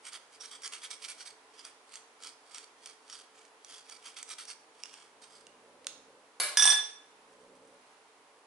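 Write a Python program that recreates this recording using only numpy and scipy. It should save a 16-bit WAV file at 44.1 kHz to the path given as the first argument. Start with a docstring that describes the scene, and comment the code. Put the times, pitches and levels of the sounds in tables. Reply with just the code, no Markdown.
"""A small hard kitchen, far traffic murmuring outside; the work is a little right of a stereo microphone.
A steel spoon rubs flour through a fine mesh sieve in quick strokes, plucking wire after wire and
snagging now and then. It is tapped off on the rim and laid in a china bowl, where it chatters and
rings, while a distant engine pulls through two gears. Last, the sieve is shaken softly."""
import sys
import numpy as np
from scipy import signal
from scipy.fft import rfft, irfft, next_fast_len
from scipy.io import wavfile
from scipy.ndimage import uniform_filter1d, minimum_filter1d, map_coordinates

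SR = 44100
rng = np.random.default_rng(int(sys.argv[2]) if len(sys.argv) > 2 else 0)


def unload_wav(signal):
    """Save mono or channel-first audio to the path in sys.argv[1] as 16-bit WAV at rate SR, clipped to [-1, 1]."""
    wavfile.write(
        sys.argv[1],
        SR,
        np.round(np.clip(np.atleast_2d(signal).T, -1, 1) * 32767).astype(np.int16),
    )


N = 373150
TIME = np.arange(N) / SR

# spectrum of steel scraping wire: frequency_hz, level_db
RASP = [(300, -28.5), (700, -11.5), (1300, -5.5), (2000, -3), (3000, -2), (4500, -4.5), (6000, 1),
        (7500, 2), (9300, 1.5), (11000, 0.5)]


def amp(db):
    return 10 ** (np.asarray(db) / 20)


def unit(x):
    return x / np.sqrt(np.mean(x ** 2) + 1e-20)


def fade(t, t60):
    """Exponential decay by 60 dB in t60 seconds."""
    return np.exp(-np.log(1000) * t / t60)


def swell(t, rise, fall):
    """A rounded rise to 1 at t = 0, then a rounded fall."""
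    return np.exp(-(t / np.where(t < 0, rise, fall)) ** 2)


def along(points, hz):
    """Read a curve of (frequency_hz, value) points on a log frequency axis."""
    f, values = np.transpose(points)
    return np.interp(np.log(hz + 1), np.log(f + 1), values)


def add(track, start_s, sound):
    """Mix a sound into a track from start_s on."""
    start = round(start_s * SR)
    sound, start = sound[..., max(-start, 0):], max(start, 0)
    track[..., start:start + sound.shape[-1]] += sound[..., :N - start]


def filtered(x, response):
    """Pass x through a complex response, given as a function of frequency."""
    size = x.shape[-1]
    padded = next_fast_len(size + SR // 10)
    return irfft(rfft(x, padded) * response(np.fft.rfftfreq(padded, 1 / SR)), padded)[..., :size]


def resonance(f, hz, width):
    """Causal response of one mode, 1 at its centre."""
    return 1j * f * width / (hz * hz - f * f + 1j * f * width)


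def resonances(f, modes):
    """Summed response of modes listed as pitch_hz, width_hz, level_db."""
    return sum(amp(db) * resonance(f, hz, width) for hz, width, db in modes)


def without_bass(x, corner_hz):
    """Small objects radiate little below their corner frequency."""
    return signal.sosfilt(signal.butter(3, corner_hz, "highpass", fs=SR, output="sos"), x)


def noise(spectrum, size):
    """Coloured noise of rms 1."""
    return unit(filtered(rng.standard_normal(size), lambda f: amp(along(spectrum, f))))


def stereo_noise(spectrum, side_db):
    """Coloured noise, partly alike at both microphones."""
    mid, side = noise(spectrum, N), amp(side_db) * noise(spectrum, N)
    return np.array([mid + side, mid - side])


def grains(size, per_s, spread_db):
    """Tiny impacts at random moments and of random strength."""
    hit = rng.random(size) < per_s / SR
    return hit * rng.standard_normal(size) * amp(spread_db * rng.standard_normal(size))


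def placed(x, pan_db):
    """A source to one side of the microphones; pan_db is left over right."""
    return x * amp(np.array([[.5], [-.5]]) * pan_db)


def on_table(x, scatter_db, t60):
    """Quick reflections from table and dishes, different at each spot and each microphone."""
    t = np.arange(SR // 40) / SR
    scatter = unit(rng.standard_normal((2, len(t))) * fade(t, t60)) / np.sqrt(len(t))
    return x + amp(scatter_db) * signal.fftconvolve(x, scatter, axes=1)[:, :x.shape[1]]


def kitchen(x, room_db):
    """Direct sound and the room's tail, whose treble dies first."""
    # reverberation time of the room: frequency_hz, t60_s
    decay = [(200, .5), (1000, 0.54), (3000, 0.49), (6000, 0.47), (11000, 0.36)]
    # stereo width, the bass alike at both microphones: frequency_hz, side_over_mid_db
    width = [(300, -14), (1200, -12.5), (3000, -3.5), (8000, 4.5)]
    t = np.arange(SR // 2) / SR
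    hz, frame_s, spectra = signal.stft(rng.standard_normal((2, len(t))), SR, nperseg=256)
    side_gain = amp(along(width, hz))[:, None]
    mid, side = spectra[0], spectra[1] * side_gain
    diffuse = np.array([mid + side, mid - side]) / np.hypot(1, side_gain)
    dying = diffuse * fade(frame_s, along(decay, hz)[:, None])
    tail = signal.istft(dying, SR, nperseg=256)[1][:, :len(t)]
    build_up = 1 - np.exp(-(t / 0.0062) ** 2)
    tail = unit(tail * build_up) / np.sqrt(len(t))
    return x + amp(room_db) * signal.fftconvolve(x, tail, axes=1)[:, :x.shape[1]]


def far_traffic():
    """The road heard from indoors: a steady muffled rumble, and tyres that come and go."""
    # spectrum of the rumble: frequency_hz, level_db
    murmur = [(30, -44), (65, -35.5), (90, -35), (120, -16.5), (170, -18), (260, -6.5), (450, -1.5),
              (620, -1.5), (800, 1), (1050, -1), (1500, -10), (2500, -14), (4000, -19.5), (8000, -24.5)]
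    # narrow bands that stand out of it: pitch_hz, width_hz, level_db
    drone = [(118, 8, -9), (281, 18, 2.5), (440.7, 19, 7), (1000, 60, -8.5)]
    # spectrum of tyres on the road: frequency_hz, level_db
    tyre_spectrum = [(300, -29), (800, -7.5), (1300, -2.5), (2200, -6.5), (3500, -10.5), (7000, -15.5)]
    # tyre noise as cars pass: time_s, level_db
    passing = [(0, -65), (3.5, -66.5), (6.3, -67.5), (7.1, -65.5), (7.6, -69), (7.85, -65.5), (8.46, -69)]
    rumble = unit(filtered(stereo_noise(murmur, side_db=-13.5), lambda f: 1 + resonances(f, drone)))
    tyre_db = np.interp(TIME, *np.transpose(passing))
    return amp(-63.5) * rumble + amp(tyre_db) * stereo_noise(tyre_spectrum, side_db=0.5)


def hiss(level_db=-72):
    """A thin steady hiss, independent in each channel."""
    # colour of the hiss: frequency_hz, level_db
    spectrum = [(300, -4), (2500, 0), (4000, -1), (7000, -2.5), (11000, -3.5)]
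    return amp(level_db) * np.array([noise(spectrum, N), noise(spectrum, N)])


def sieve_body(f, broad_db=-5.5, low_hz=900):
    """Broad wire rasp with the modes of rim and spoon on top; the open mesh radiates little bass."""
    # modes of sieve and spoon under friction: pitch_hz, width_hz, level_db
    modes = [(1295, 275, 0.5), (2290, 160, -3.5), (3290, 243, 3), (3765, 97, -2), (4570, 310, 6),
             (4970, 66, 1), (5560, 370, -3.5), (6240, 150, -13), (7130, 36, -0.5), (8370, 250, 5.5),
             (10060, 260, -4)]
    bass_loss = f ** 2 / (f ** 2 + low_hz ** 2)
    return amp(along(RASP, f)) * (amp(broad_db) + resonances(f, modes)) * bass_loss


def rub(peak_s, rise_s, fall_s, tilt_db_per_oct, plucks_per_s, slip_db, slips_per_s=220):
    """The spoon's edge plucks wire after wire, in stick-slip spurts under a swell of pressure."""
    t = np.arange(int(2 * peak_s * SR)) / SR
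    sliding_flour = amp(-22.5) * swell(t - peak_s, 2 * rise_s, 0.082)
    pressure = swell(t - peak_s, rise_s, fall_s) + sliding_flour
    grip = np.clip(rng.standard_normal(len(t)), -2, 2)
    slips = amp(slip_db * map_coordinates(grip, [t * slips_per_s], order=1))
    plucks = unit(slips * grains(len(t), plucks_per_s, spread_db=2.0))
    # the patch of mesh under the spoon has its own resonance, new at each stroke
    patch_hz = 3880 * 2 ** (0.47 * rng.standard_normal())

    def colour(f):
        tilt = amp(tilt_db_per_oct * np.log2((f + 100) / 4500))
        patch = 1 + amp(-4) * resonance(f, patch_hz, width=570)
        return sieve_body(f) * tilt * patch

    steady, stroke = filtered(np.array([plucks, plucks * pressure]), colour)
    return on_table(placed(stroke / np.std(steady), pan_db=-4.0), scatter_db=-4.5, t60=0.021)


def strokes(lead_s=.2):
    """Quick pushes and pulls, and slower sweeps, all rub the same mesh."""
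    # the spoon is pushed away, swelling against the mesh: peak_s, level_db
    pushes = [(0.077, -47), (0.154, -46), (0.352, -58.5), (0.66, -42.5), (0.853, -44.5), (1.048, -45.5),
              (1.214, -47.5), (4.077, -45.5), (4.319, -42), (4.511, -44.5)]
    # it is drawn back, biting at once and easing off: peak_s, level_db
    pulls = [(0.409, -51.5), (0.44, -51), (0.515, -48), (0.727, -44.5), (0.908, -46), (1.087, -45),
             (1.258, -49), (1.648, -53), (2.547, -51), (4.17, -46), (4.386, -44.5), (4.482, -58),
             (5.22, -56.5)]
    # it sweeps round the bowl of the sieve: peak_s, level_db, half_length_s
    sweeps = [(1.591, -54, 0.039), (1.953, -53, 0.047), (2.264, -48, 0.039), (2.572, -57, 0.087),
              (2.873, -53, 0.05), (3.155, -52, 0.07), (3.411, -63, .06), (3.739, -50, 0.061),
              (3.926, -54, 0.054), (4.081, -58.5, 0.069), (4.851, -61.5, 0.084), (4.983, -60.5, 0.094),
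              (5.355, -61, .075)]
    quick = dict(plucks_per_s=12000, slip_db=2.5)  # crosses many wires evenly
    slow = dict(plucks_per_s=4000, slip_db=4)  # sticks and slips, so it is grittier
    out = np.zeros((2, N))
    for peak_s, db in pushes:
        push = rub(lead_s, rise_s=0.028, fall_s=0.017, tilt_db_per_oct=-4, **quick)
        add(out, peak_s - lead_s, amp(db) * push)
    for peak_s, db in pulls:
        pull = rub(lead_s, rise_s=0.0052, fall_s=0.047, tilt_db_per_oct=-3.5, **quick)
        add(out, peak_s - lead_s, amp(db) * pull)
    for peak_s, db, half_s in sweeps:
        sweep = rub(lead_s, rise_s=half_s, fall_s=half_s, tilt_db_per_oct=-4, **slow)
        add(out, peak_s - lead_s, amp(db) * sweep)
    return out


def tick(modes, t60, soft_hz, low_hz):
    """A dry tick on the sieve with a short ring, its top softened by the flour."""
    def colour(f):
        return amp(along(RASP, f)) * (1 + resonances(f, modes)) / np.sqrt(1 + (f / soft_hz) ** 4)

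    t = np.arange(SR // 10) / SR
    attack = 1 - np.exp(-t / 0.00059)
    burst = rng.standard_normal(len(t)) * fade(t, t60) * attack
    sound = without_bass(filtered(burst, colour), corner_hz=low_hz)
    return on_table(placed(sound / np.abs(sound).max(), pan_db=-4.0), scatter_db=-8, t60=0.0029)


def snags(ring_hz=5350, spread_oct=0.22, ring_width_hz=200, ring_db=9):
    """Single wires catch the spoon and spring free, each ringing at a pitch of its own."""
    # a wire catches the spoon's edge: start_s, level_db
    catches = [(0.132, -35), (0.62, -37), (0.634, -37), (0.409, -40), (0.6764, -29), (1.6506, -31.5),
               (1.9393, -33), (1.9557, -30), (2.2355, -32), (2.2712, -32), (2.5459, -30), (2.582, -28),
               (2.8588, -29), (3.0986, -33.5), (3.6468, -35), (3.781, -39), (3.897, -34.5), (4.2282, -28),
               (4.291, -35), (4.4528, -35.5), (4.48, -42)]
    pitches_hz = ring_hz * 2 ** (spread_oct * rng.standard_normal(len(catches)))
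    out = np.zeros((2, N))
    for (start_s, db), hz in zip(catches, pitches_hz):
        wire = (hz, ring_width_hz, ring_db)
        add(out, start_s, amp(db - 1) * tick([wire], t60=0.012, soft_hz=9400, low_hz=1000))
    return out


def zings(pitch_hz=5620, width_hz=280):
    """Fast skids over the wires drive one narrow resonance of the spoon."""
    # the spoon's edge skids and sings briefly: peak_s, level_db
    skids = [(0.415, -46), (0.444, -46.5), (0.64, -48), (2.556, -51), (3.132, -51), (4.485, -51)]
    out, t = np.zeros((2, N)), np.arange(-SR // 20, SR // 10) / SR
    for peak_s, db in skids:
        plucks = grains(len(t), per_s=12000, spread_db=6.5)
        song = unit(filtered(plucks, lambda f: resonance(f, pitch_hz, width_hz) ** 2))
        zing = song * swell(t, rise=0.01, fall=0.013)
        add(out, peak_s + t[0], amp(db) * placed(zing, pan_db=-5.0))
    return out


def taps():
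    """The spoon knocks on the sieve's rim to shed its flour."""
    # knocks on the rim: start_s, level_db
    knocks = [(4.8352, -26), (4.8564, -34.5), (4.936, -40), (4.940, -32.5), (5.468, -35.5), (5.845, -42.5),
              (5.8686, -19)]
    # modes of the rim: pitch_hz, width_hz, level_db
    rim = [(2830, 120, 11.5), (5260, 500, 1.5), (6560, 90, -1), (8520, 87, 2)]
    out = np.zeros((2, N))
    for start_s, db in knocks:
        add(out, start_s, amp(db - 1) * tick(rim, t60=0.0077, soft_hz=6200, low_hz=750))
    return out


def far_engine(climb_hz_per_s=14.5, let_off_s=0.23):
    """In each gear an unsteady exhaust note climbs and a muffled roar swells until the throttle closes."""
    # the pull through two gears: full_load_s, firing_hz at full load, level_db, rise_s
    gears = [(6.02, 66.6, -74.5, 0.83), (7.6, 63, -72.5, 0.39)]
    # exhaust note: harmonic_number, level_db
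    harmonics = [(1, -20), (2, -8.5), (3, -4), (4, 2), (7, 3.5), (8, 2)]
    # spectrum of the engine under load: frequency_hz, level_db
    roar_spectrum = [(100, -22), (200, -12), (330, -5), (420, -6), (520, 4), (590, 0), (680, -17.5),
                     (1500, -44.5)]
    out = np.zeros((2, N))
    roar = amp(9) * stereo_noise(roar_spectrum, side_db=-14.5)
    unsteady = 1 + 0.039 * map_coordinates(rng.standard_normal(N // 100), [TIME * 14], order=1)
    for full_load_s, firing_hz, db, rise_s in gears:
        t = TIME - full_load_s
        firings = np.cumsum((firing_hz + climb_hz_per_s * t) * unsteady) / SR
        exhaust = sum(amp(level) * np.sin(2 * np.pi * k * firings) for k, level in harmonics)
        out += amp(db) * swell(t, rise_s, let_off_s) * (exhaust + roar)
    return placed(out, pan_db=-1.85)


def ringing(modes, t, scatter_db):
    """One decaying sine for each mode, struck at a new strength."""
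    hz, db, t60 = np.transpose(modes)[:3, :, None]
    strength = amp(db + scatter_db * rng.standard_normal(db.shape))
    return strength * fade(t, t60) * np.sin(2 * np.pi * (hz * t + rng.random(db.shape)))


def crack(t, t60, rattle_db, rattle_t60):
    """A hard contact: a brief snap and the quickly damped knock of bowl and table."""
    # spectrum of steel striking china: frequency_hz, level_db
    spectrum = [(150, -23), (350, -8.5), (600, -5.5), (1100, 2), (2200, 2.5), (3100, 2), (4500, 2),
                (7000, -3), (9500, 2), (11000, 0.5)]
    return noise(spectrum, len(t)) * (fade(t, t60) + amp(rattle_db) * fade(t, rattle_t60))


def laying_down(ring_db=-5, crack_db=-3.5):
    """Still held, the spoon touches the bowl and bounces."""
    # first touch and bounces: start_s, level_db
    touches = [(6.400, -18), (6.402, -18), (6.417, -20.5), (6.426, -30), (6.436, -22), (6.462, -31),
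               (6.485, -33)]
    # modes of the held spoon against the bowl: pitch_hz, level_db, t60_s
    spoon = [(600, -28, .15), (720, -26, .12), (1082, -24, .12), (1450, -19, .1), (1680, -20, .1),
             (2080, -19, .12), (2300, -17.5, .15), (2850, -24, .07), (3750, -21, .06), (4420, -20, .08),
             (4560, -22, .06), (5070, -18, .1), (5850, -23, .07), (6280, -22, .07), (7300, -19, .05),
             (8236, -19, .12), (8860, -21, .08), (9480, -22, .07), (10320, -11, .1), (10870, -14, .12)]
    out, t = np.zeros((2, N)), np.arange(2 * SR // 3) / SR
    for start_s, db in touches:
        ring = amp(ring_db) * ringing(spoon, t, scatter_db=1.5).sum(0)
        snap = amp(crack_db) * crack(t, t60=0.0038, rattle_db=-17.5, rattle_t60=0.25)
        hit = placed(amp(db) * (ring + snap), pan_db=-1.5)
        add(out, start_s, kitchen(on_table(hit, scatter_db=-3.5, t60=0.011), room_db=1))
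    return without_bass(out, corner_hz=420)


def chatter(ring_db=-11.5, crack_db=-4.0, favour_db=14.5, favour_oct=0.42):
    """Let go, the handle chatters on the bowl; each point of contact favours other modes."""
    # the handle strikes the bowl's rim: start_s, level_db, favoured_hz
    contacts = [(6.572, -16.5, 5600), (6.596, -18, 3500), (6.611, -28, 5000), (6.623, -17, 6400),
                (6.641, -22.5, 3500), (6.654, -15.5, 7000), (6.675, -20, 3500), (6.692, -26, 8000),
                (6.701, -21, 5600), (6.713, -31, 6000), (6.722, -22, 3500), (6.734, -31, 3400),
                (6.767, -42, 3500)]
    # modes of bowl and free spoon: pitch_hz, level_db, t60_s, pan_db
    bowl = [(1701, 1.5, .24, -3.5), (1740, -12, .2, -3), (3488, -1, .2, -1.5), (3532, -10, .14, -3),
            (3591, -13, .15, -4), (4883, -15, .18, -6), (5067, -7, .1, -5), (5748, -4.5, .14, -8),
            (5772, -6.5, .15, -8), (6322, -15, .17, -6), (6373, -16, .17, -6), (6813, -21, .2, -6),
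            (8485, 0, .11, -3), (8597, 1, .1, -6), (8637, -8, .11, -4), (8683, -6, .11, -2),
            (10455, -3, .11, -4), (10797, -5, .12, -1)]
    mode_hz, _, _, mode_pan_db = np.transpose(bowl)
    out, t = np.zeros((2, N)), np.arange(2 * SR // 3) / SR
    for start_s, db, favoured_hz in contacts:
        weights = amp(favour_db * swell(np.log2(mode_hz / favoured_hz), favour_oct, favour_oct))
        ring = kitchen(placed(weights, mode_pan_db) @ ringing(bowl, t, scatter_db=1), room_db=-6)
        snap = placed(crack(t, t60=.015, rattle_db=-8.5, rattle_t60=.13), pan_db=0.5)
        knock = kitchen(on_table(snap, scatter_db=-3.5, t60=0.018), room_db=-3)
        add(out, start_s, amp(db) * (amp(ring_db) * ring + amp(crack_db) * knock))
    return without_bass(out, corner_hz=404)


def shaking(swing_hz=8.5, swing_db=4, attack_s=.08, release_s=0.28):
    """Dry bran slides to and fro over the mesh."""
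    # the sieve is shaken, then lifted: start_s, hold_s, level_db
    shakes = [(7.281, 0.36, -75.5), (8.422, .05, -77.5)]
    swing = amp(swing_db * np.sin(2 * np.pi * swing_hz * TIME))
    bran = unit(filtered(grains(N, per_s=900, spread_db=4), sieve_body))
    effort = np.zeros(N)
    for start_s, hold_s, db in shakes:
        outside_hold_s = TIME - np.clip(TIME, start_s, start_s + hold_s)
        effort += amp(db) * swell(outside_hold_s, attack_s, release_s)
    return effort * swing * placed(bran, pan_db=-4)


def scene(lag_s=.00002):
    """The work is a little to the right, so it reaches the left microphone later; the road is far off."""
    rubbing = kitchen(strokes() + zings() + shaking(), room_db=-12.0)
    ticking = kitchen(snags() + taps(), room_db=-7.5)
    work = rubbing + ticking + laying_down() + chatter()
    at_microphones = filtered(work, lambda f: np.exp(np.array([[-1j], [1j]]) * np.pi * f * lag_s))
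    outside = placed(far_traffic(), pan_db=-1.85) + far_engine()
    return at_microphones + outside + hiss()


def limited(x, ceiling_db, hold_s):
    """Gain drops just before a peak above the ceiling and recovers soon after."""
    size = int(hold_s * SR)
    needed_gain = np.minimum(1, amp(ceiling_db) / (np.abs(x).max(0) + 1e-9))
    return x * uniform_filter1d(minimum_filter1d(needed_gain, 2 * size + 1), size)


def record(dry, top_hz=11020):
    """The recorder holds down the loudest peaks and cuts off steeply above its band limit."""
    held = limited(dry, ceiling_db=-6.5, hold_s=.004)
    return filtered(held, lambda f: 1 / np.sqrt(1 + np.minimum(f / top_hz, 1.2) ** 400))


dry = scene()
out = record(dry)
unload_wav(out)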